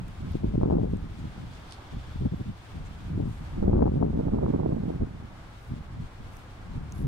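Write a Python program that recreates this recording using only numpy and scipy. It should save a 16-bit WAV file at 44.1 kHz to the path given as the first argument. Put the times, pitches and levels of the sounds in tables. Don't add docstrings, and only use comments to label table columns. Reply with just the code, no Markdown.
import sys
import numpy as np
from scipy import signal
from scipy.fft import rfft, irfft
from scipy.io import wavfile
from scipy.ndimage import uniform_filter1d

SR = 44100
rng = np.random.default_rng(int(sys.argv[2]) if len(sys.argv) > 2 else 0)


def dump_mix(stems):
    frames = np.atleast_2d(stems).T
    limited = np.clip(frames, -1, 1)
    pcm = np.round(limited * 32767).astype(np.int16)
    wavfile.write(sys.argv[1], SR, pcm)


N = 311787
T, HZ = np.arange(N) / SR, np.fft.rfftfreq(N, 1 / SR)


def amp(db):
    return 10 ** (np.asarray(db) / 20)


def unit_rms(x):
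    return x / np.sqrt(np.mean(x ** 2) + 1e-20)


def steadied(x, seconds):
    size = int(seconds * SR)
    power = uniform_filter1d(uniform_filter1d(x ** 2, size), size)
    return x / np.sqrt(abs(power) + 1e-12)


def fader(rows):
    return np.interp(T, *np.transpose(rows))


def spectrum_at(rows, hz):
    row_hz, value = np.transpose(rows)
    return np.interp(np.log(hz + 1), np.log(row_hz + 1), value)


def noise(colour, likeness=0):
    left, other = rfft(rng.standard_normal((2, N)))
    right = likeness * left + np.sqrt(1 - likeness ** 2) * other
    return unit_rms(irfft(np.array([left, right]) * amp(spectrum_at(colour, HZ)), N))


def flutter(hz):
    return unit_rms(irfft(rfft(rng.standard_normal(N)) * np.exp(-(HZ / hz) ** 2), N))


def banded(x, hz, octaves):
    octaves_away = np.log2((np.fft.rfftfreq(x.shape[-1], 1 / SR) + 1) / hz)
    return irfft(rfft(x) * np.exp(-0.5 * (octaves_away / octaves) ** 2), x.shape[-1])


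def add(mix, start_s, sound):
    part = mix[:, max(round(start_s * SR), 0):][:, :sound.shape[1]]
    part += sound[:, :part.shape[1]]


# frequency in Hz, relative level in dB.
WASH_COLOUR = [(20, -3), (33, 1.5), (70, -11), (160, -10.5), (300, -9.5), (470, -13.5), (780, -11),
               (1150, -13), (1650, -16.5), (1850, -22.5), (2200, -21.5), (3000, -36), (8000, -70.5),
               (16000, -63.5)]
# frequency in Hz, left-right likeness from -1 to 1.
WASH_LIKENESS = [(60, 1), (130, 0.99), (300, 0.93), (640, 0.21), (1300, 0.23), (1900, -0.054),
                 (3000, -0.66)]
# time in seconds, level in dB.
WASH_FADER = [(0, -49.5), (.9, -51), (1.8, -48.5), (2.6, -50.5), (3.5, -48.5), (5.3, -49), (5.85, -51.5),
              (6.3, -50), (7.07, -50)]


def far_wash(waver_db=0.59):
    level_db = fader(WASH_FADER) + waver_db * flutter(6.7)
    return amp(level_db) * noise(WASH_COLOUR, spectrum_at(WASH_LIKENESS, HZ))


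def far_drone(db=-52, hz=107, octaves=0.24):
    return amp(db) * steadied(banded(noise(WASH_COLOUR, likeness=1), hz, octaves), seconds=0.12)


# time in seconds, level in dB before the trim.
BREEZE_FADER = [(0, -62), (.3, -59), (.75, -61.5), (1.15, -60), (1.7, -60), (3.0, -60), (3.45, -59),
                (3.85, -61), (4.7, -62), (5.4, -61), (6.0, -62), (6.4, -61.2), (7.07, -61.5)]
# frequency in Hz, relative level in dB.
HISS_COLOUR = [(300, -27.5), (1000, -2.5), (1900, 2.5), (2800, 1.5), (3500, 0.5), (4300, -3), (6500, -9),
               (9000, -11.5), (11200, -18.5), (13000, -19.5), (16000, -22)]
NARROW_COLOUR = [(400, -41.5), (1200, -20), (2200, -7.5), (2950, 1.5), (3520, 9), (3850, -2.5), (4400, 0),
                 (6000, -8), (11000, -33), (15000, -39.5)]


def grass_hiss(trim_db=2, shimmer_db=1, swell_s=2.04, swell_db=-61, rise_db_per_s=8.5,
               fall_db_per_s=13, lean_db=0.76):
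    hiss = amp(fader(BREEZE_FADER) + trim_db + shimmer_db * flutter(21)) * noise(HISS_COLOUR)
    fade_db = np.maximum(rise_db_per_s * (swell_s - T), fall_db_per_s * (T - swell_s))
    swell = amp(swell_db - fade_db) * noise(NARROW_COLOUR, likeness=0.4)
    return amp([[lean_db], [-lean_db]]) * (hiss + swell)


def insect(db=-86, hz=12850, octaves=0.025, peak_s=2.25, fade_s=1.0, throb_db=4):
    buzz = unit_rms(banded(rng.standard_normal((2, N)), hz, octaves))
    return buzz * amp(db + throb_db * flutter(25)) * np.exp(-((T - peak_s) / fade_s) ** 2)


# loudest moment in seconds, fade either side in seconds,
# rms at that moment in dB, centre in Hz, width in octaves.
TUFTS = [(0.108, 0.066, -75, 10200, .35), (0.325, 0.025, -61, 4200, .4), (0.92, 0.057, -72, 9500, .35),
         (1.187, .03, -70, 7000, 0.49), (1.552, 0.025, -61, 4900, 0.54), (1.726, 0.035, -55, 4250, 0.4),
         (1.727, 0.03, -64, 9000, .17), (2.866, .018, -64.5, 6900, .25), (3.341, 0.096, -66.5, 8300, 0.44),
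         (5.654, 0.07, -70, 9500, .5), (6.368, 0.067, -67, 9000, .6), (6.987, 0.058, -64.5, 10800, .14),
         (6.992, 0.07, -65, 6700, .8)]


def tearing_grass(grain_db=5, fibres_per_s=1800):
    out = np.zeros((2, N))
    t = np.arange(-8192, 8192) / SR
    shape = (2, len(t))
    for at_s, fade_s, db, hz, octaves in TUFTS:
        strengths = amp(grain_db * np.minimum(rng.exponential(1, shape), 4))
        polarity = rng.choice([-1, 1], shape)
        breaks = rng.random(shape) < fibres_per_s / SR
        fibres = unit_rms(banded(strengths * polarity * breaks, hz, octaves))
        tuft = amp(db) * fibres * np.exp(-(t / fade_s) ** 2)
        add(out, at_s + t[0], tuft[:, at_s + t >= 0])
    return out


# start in seconds, peak in dB, centre in Hz, width in octaves,
# gain of the splinters in dB.
STALKS = [(.083, -46, 8060, 0.45, -20), (0.319, -46.5, 10300, 0.17, -12), (0.97, -47, 7500, 0.44, -20),
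          (1.71, -42.5, 5180, 0.19, -31.5), (1.7233, -30.5, 3900, 0.5, -38), (1.724, -45, 9200, .1, -30),
          (6.369, -41.5, 6300, 0.14, -10), (6.9227, -34, 6450, 0.22, -17), (6.9236, -48, 3100, 0.22, -30),
          (7.022, -48, 11300, .2, -17)]


def snapping_stalks(decay_s=0.00077, likeness=0.35, splinter_hz=9000, splinter_octaves=1.4):
    out = np.zeros((2, N))
    t = np.arange(-256, 1024) / SR
    for start_s, db, hz, octaves, splinter_db in STALKS:
        centre = np.sqrt(likeness) * rng.standard_normal(len(t))
        sides = np.sqrt(1 - likeness) * rng.standard_normal((2, len(t)))
        burst = (centre + sides) * (t >= 0) * np.exp(-abs(t) / decay_s)
        splinters = amp(splinter_db) * banded(burst, splinter_hz, splinter_octaves)
        crack = banded(burst, hz, octaves) + splinters
        add(out, start_s + t[0], amp(db) * crack / abs(crack).max(1, keepdims=True))
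    return out


# arrival at full force in seconds, hold, rise and fall in seconds,
# force in dB, extra fine turbulence in dB, extra rumble in dB, share on the right port from 0 to 1.
WIND_GUSTS = [(0.0, 0.015, .05, 0.19, -38, -23, -0.5, 0.05),
              (0.211, 0.094, 0.019, 0.047, -34.5, -2.5, 2, 1),
              (0.348, .015, 0.011, 0.018, -25, -3, 3, 0.01), (0.38, 0.16, 0.021, .1, -40.5, 7, 1, 0.14),
              (0.436, 0.019, 0.0085, 0.062, -24.5, -2.5, 5, 0), (0.537, 0.06, 0.0206, 0.11, -30, -8, 1, 0),
              (0.639, 0.14, 0.19, 0.33, -22.5, 1, 1.5, 0), (1.19, 0.091, 0.025, 0.061, -41.5, -21, -2, 0),
              (1.39, 0.032, 0.099, 0.31, -39, -2, -3, 0.4),
              (1.934, 0.031, 0.015, 0.059, -35.5, 0.5, 3.5, 0.37),
              (2.083, 0.014, 0.033, 0.035, -42.5, -8, 6, 0.2),
              (2.157, 0.0071, 0.01, 0.0095, -29, -14, 8, 0.07),
              (2.207, 0.061, 0.011, 0.026, -27.5, -9, 4, 0.01),
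              (2.323, 0.018, 0.019, 0.018, -28, -10, -4, .02),
              (2.391, 0.018, 0.027, 0.038, -30.5, -2, -4, 0.12),
              (2.469, 0.026, 0.022, 0.05, -31.5, -16.5, -3.5, 0.08),
              (2.745, 0.027, 0.02, 0.31, -40, -15, 2.5, 0.18),
              (3.141, 0.023, 0.18, 0.027, -30.5, -10, -1, 0.63),
              (3.192, 0.097, 0.07, 0.075, -29, -6.5, -1, 0),
              (3.4, 0.026, 0.052, 0.054, -41.5, -4, 0.5, 0.54),
              (3.639, 0.094, 0.12, 0.078, -22, -0.5, 2.5, 0.93),
              (3.761, .11, 0.098, 0.059, -19, -0.5, 5, 0), (3.961, 0.14, 0.2, 0.092, -25, -1.5, -2, 0),
              (4.142, 0.3, 0.093, 0.18, -25, 1.5, 0.5, 0.97), (4.468, 0.29, 0.31, 0.45, -24.5, 1, -5, 1),
              (5.009, 0.025, 0.017, 0.023, -24, -3.5, 7.5, 0.24),
              (5.178, 0.023, 0.055, 0.097, -45.5, -14, 5, 0.3),
              (5.706, 0.019, 0.011, 0.14, -32.5, -12, -1, 0.02),
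              (6, 0.049, 0.13, 0.011, -35.5, -22, 1, 0.5), (6.198, 0.032, 0.043, 0.27, -45, -16, 1, 0.2),
              (6.729, 0.065, 0.12, 0.17, -35, -9, 1, 0.16), (7.043, .04, 0.12, .1, -26.5, -8.5, 0.5, 0)]
STRONG_GUST_DB = -24


def airflow(lull_db=-58, lull_right=0.43, ramp_db=19.5):
    power = np.full(N, amp(lull_db) ** 2)
    fine, rumble, right = power.copy(), np.zeros(N), power * lull_right
    for arrival_s, hold_s, rise_s, fall_s, db, fine_db, rumble_db, share in WIND_GUSTS:
        before = np.maximum((arrival_s - T) / rise_s, 0)
        after = np.maximum((T - arrival_s - hold_s) / fall_s, 0)
        gust_power = amp(db - ramp_db * np.minimum(before + after, 10)) ** 2
        power += gust_power
        fine += gust_power * amp(fine_db) ** 2
        rumble += gust_power * rumble_db
        right += gust_power * share
    return 10 * np.log10(power), 10 * np.log10(fine), rumble / power, right / power


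# middle in seconds, length in seconds, extra force in dB.
AIR_PUFFS = [(0.553, 0.017, 5.5), (0.948, 0.043, 5), (1.255, 0.02, 10.5), (2.257, 0.014, 8),
             (3.209, 0.036, 7), (4.031, 0.039, 5.5), (4.477, 0.041, 1), (4.541, 0.026, 6),
             (4.902, 0.039, 3.5)]
# middle in seconds, drop in force in dB.
AIR_SLACKS = [(0.568, 15), (0.6, 0.5), (0.915, 1), (0.987, 3), (3.695, 2), (3.845, 3), (3.903, 4),
              (3.995, 0.5), (4.119, 9), (4.249, 4), (4.311, 6), (4.399, 4.5), (4.523, 4), (4.797, 3),
              (4.988, 2)]


def jolts(flutter_db=1.5, slack_s=0.018):
    puffs_db = sum(db * np.exp(-(2 * (T - at_s) / length_s) ** 2) for at_s, length_s, db in AIR_PUFFS)
    slacks_db = sum(db * np.exp(-(2 * (T - at_s) / slack_s) ** 2) for at_s, db in AIR_SLACKS)
    return puffs_db + flutter_db * flutter(41) - slacks_db


# frequency in Hz, relative level in dB.
HEAVE_COLOUR = [(10, -12.5), (22, 4), (40, 3.5), (65, 7), (90, 5.5), (130, -8), (250, -61), (900, -110)]


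def heave(force_db, db=-29, growth=0.61, smooth_s=0.092):
    slow_db = uniform_filter1d(force_db, int(smooth_s * SR))
    return amp(db + growth * (slow_db - STRONG_GUST_DB)) * steadied(noise(HEAVE_COLOUR), seconds=0.12)


def shedding(per_s=95, jitter_db=5, spread_db=2.4):
    rate = per_s * unit_rms(amp(jitter_db * flutter(120)))
    impulses = np.diff(np.floor(np.cumsum(rate) / SR), prepend=0)
    return impulses * amp(spread_db * np.clip(rng.standard_normal(N), -2, 1))


def eddies(hz, vortices, locked):
    u = (np.pi * hz * np.arange(-1024, 1025) / SR) ** 2 / 2
    ripple = (1 - 4 * u + 4 / 3 * u ** 2) * np.exp(-u)
    peaks = unit_rms(signal.oaconvolve(vortices, ripple, "same"))
    swirl = unit_rms(signal.oaconvolve(rng.standard_normal(N), ripple, "same"))
    return np.sqrt(locked) * peaks + np.sqrt(1 - locked) * swirl


def port_opening(x, cut_hz, damping):
    s = 1j * HZ / cut_hz
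    return irfft(rfft(x) * s ** 2 / (1 + damping * s + s ** 2), N)


# frequency in Hz, relative strength in dB.
EDDY_COLOUR = [(110, -1.5), (160, 0.5), (230, 0), (330, 0), (480, 8.5), (700, -2), (1000, 2.5), (1400, 0.5)]


def buffeting(force_db, reach_hz, cut_hz, damping, locked, chop_db=2):
    bands_hz = np.geomspace(115, 1300, 8)
    weights = [amp(spectrum_at(EDDY_COLOUR, hz)) * np.exp(-hz / reach_hz) for hz in bands_hz]
    vortices = shedding()
    pressure = sum(weight * eddies(hz, vortices, locked) for weight, hz in zip(weights, bands_hz))
    pressure /= np.sqrt(sum(weight ** 2 for weight in weights)) + 1e-12
    pressure *= amp(-chop_db * np.maximum(flutter(64), 0) ** 2)
    return amp(force_db) * steadied(port_opening(pressure, cut_hz, damping), seconds=0.051)


# moment in seconds, gain in dB, centre in Hz.
HARD_EDDIES = [(0.3545, -13.5, 310), (0.4442, -10, 260), (0.4534, -20, 202), (0.58, -9, 242),
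               (0.6141, -18, 634), (0.633, -18.5, 720), (.653, -23, 693), (.69, -15, 340),
               (0.7012, -14, 560), (0.709, -11, 555), (.7215, -13, 480), (0.7324, -11.5, 250),
               (0.7682, -10.5, 270), (0.7844, -15, 486), (0.815, -11, 157), (0.845, -14, 376),
               (.936, -14.5, 305), (2.2595, -15, 260), (2.338, -21.5, 398), (3.178, -21, 229),
               (3.2028, -16.5, 360), (3.279, -22.5, 232), (3.733, -16, 610), (3.75, -12, 280),
               (3.793, -15, 640), (3.8215, -7, 403), (3.823, -20.5, 1260), (3.826, -7, 533),
               (3.864, -12.5, 536), (3.8786, -13, 566), (4.027, -13, 700), (4.1, -18.5, 230),
               (4.132, -21.5, 480), (4.192, -11, 260), (4.273, -13.5, 280), (4.283, -22, 627),
               (4.34, -16.5, 230), (4.352, -19, 500), (4.387, -19, 620), (4.434, -18, 380),
               (4.463, -17, 720), (4.599, -18.5, 640), (4.504, -11.5, 250), (4.5465, -10.5, 337),
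               (4.635, -20.5, 560), (4.6612, -8, 430), (4.693, -9.5, 230), (4.835, -16, 200),
               (4.898, -22, 480)]


def slaps(peak_db=-2, thump_db=-11, thump_ratio=0.49, swirl_db=-29, swirl_s=0.0038):
    out = np.zeros((2, N))
    t = np.arange(-512, 513) / SR
    for at_s, db, hz in HARD_EDDIES:
        swirl = unit_rms(banded(rng.standard_normal(len(t)), hz=720, octaves=0.33))
        slap = amp(swirl_db) * swirl * np.exp(-(t / swirl_s) ** 2)
        for part_db, part_hz in ((peak_db, hz), (thump_db, hz * thump_ratio)):
            u = (np.pi * part_hz * t) ** 2
            slap += amp(part_db) * (1 - 2 * u) * np.exp(-u)
        add(out, at_s + t[0], amp(db) * np.tile(slap, (2, 1)))
    return out


def swept_aside(x, dip_db=4, sweep_s=0.0031):
    dips = sum(np.exp(-np.minimum(((T - at_s) / sweep_s) ** 2, 20)) for at_s, _, _ in HARD_EDDIES)
    return x * amp(-dip_db * dips)


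def rounded(x, top_hz=1700):
    return irfft(rfft(x) / np.sqrt(1 + (HZ / top_hz) ** 6), N)


def leak(ports, delay_s=0.00051, dull_hz=880, waver_db=3):
    delay = np.exp(-2j * np.pi * HZ * delay_s)
    bleed = irfft(rfft(ports[::-1]) * delay / (1 + 1j * HZ / dull_hz) ** 2, N)
    return bleed * unit_rms(amp(waver_db * flutter(120)))


def wind(calm_reach_hz=74.6, gust_reach_hz=156, reach_growth=0.9, right_trim_db=-0.75):
    gust_db, fine_db, rumble_db, right_share = airflow()
    jolts_db = jolts()
    force_db = gust_db + jolts_db
    reach_hz = calm_reach_hz + gust_reach_hz * amp(reach_growth * (fine_db + jolts_db - STRONG_GUST_DB))
    left = buffeting(force_db, reach_hz, cut_hz=30.5, damping=2.83, locked=0.42)
    right = buffeting(force_db + right_trim_db, reach_hz, cut_hz=129, damping=1.35, locked=0.33)
    ports = rounded(swept_aside(np.array([left, right])) + slaps())
    ports += amp(rumble_db) * heave(force_db)
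    ports *= np.sqrt(np.clip([1 - right_share, right_share], 0, 1))
    return ports + leak(ports)


def gain_control(x, threshold_db=-35, squeeze=0.12, treble_squeeze=0.13, treble_hz=1500,
                 window_s=0.048, ease_s=0.088, recovery_db_per_s=28):
    power = uniform_filter1d((x ** 2).mean(0), int(window_s * SR))
    level_db = 10 * np.log10(abs(power) + 1e-12)
    fall_db = T * recovery_db_per_s
    held_db = np.maximum.accumulate(level_db + fall_db) - fall_db
    over_db = uniform_filter1d(np.maximum(held_db - threshold_db, 0), int(ease_s * SR))
    bass = irfft(rfft(x) / (1 + (HZ / treble_hz) ** 4), N)
    treble = (x - bass) * amp(-treble_squeeze * over_db)
    return (bass + treble) * amp(-squeeze * over_db)


def scene():
    return (wind() + far_wash() + far_drone() + grass_hiss()
            + snapping_stalks() + tearing_grass() + insect())


def record(dry, edge_hz=15800):
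    high_cut = signal.firwin(1023, edge_hz, window=("kaiser", 9), fs=SR)
    return signal.oaconvolve(gain_control(dry), high_cut[None], "same")


dry = scene()
out = record(dry)
dump_mix(out)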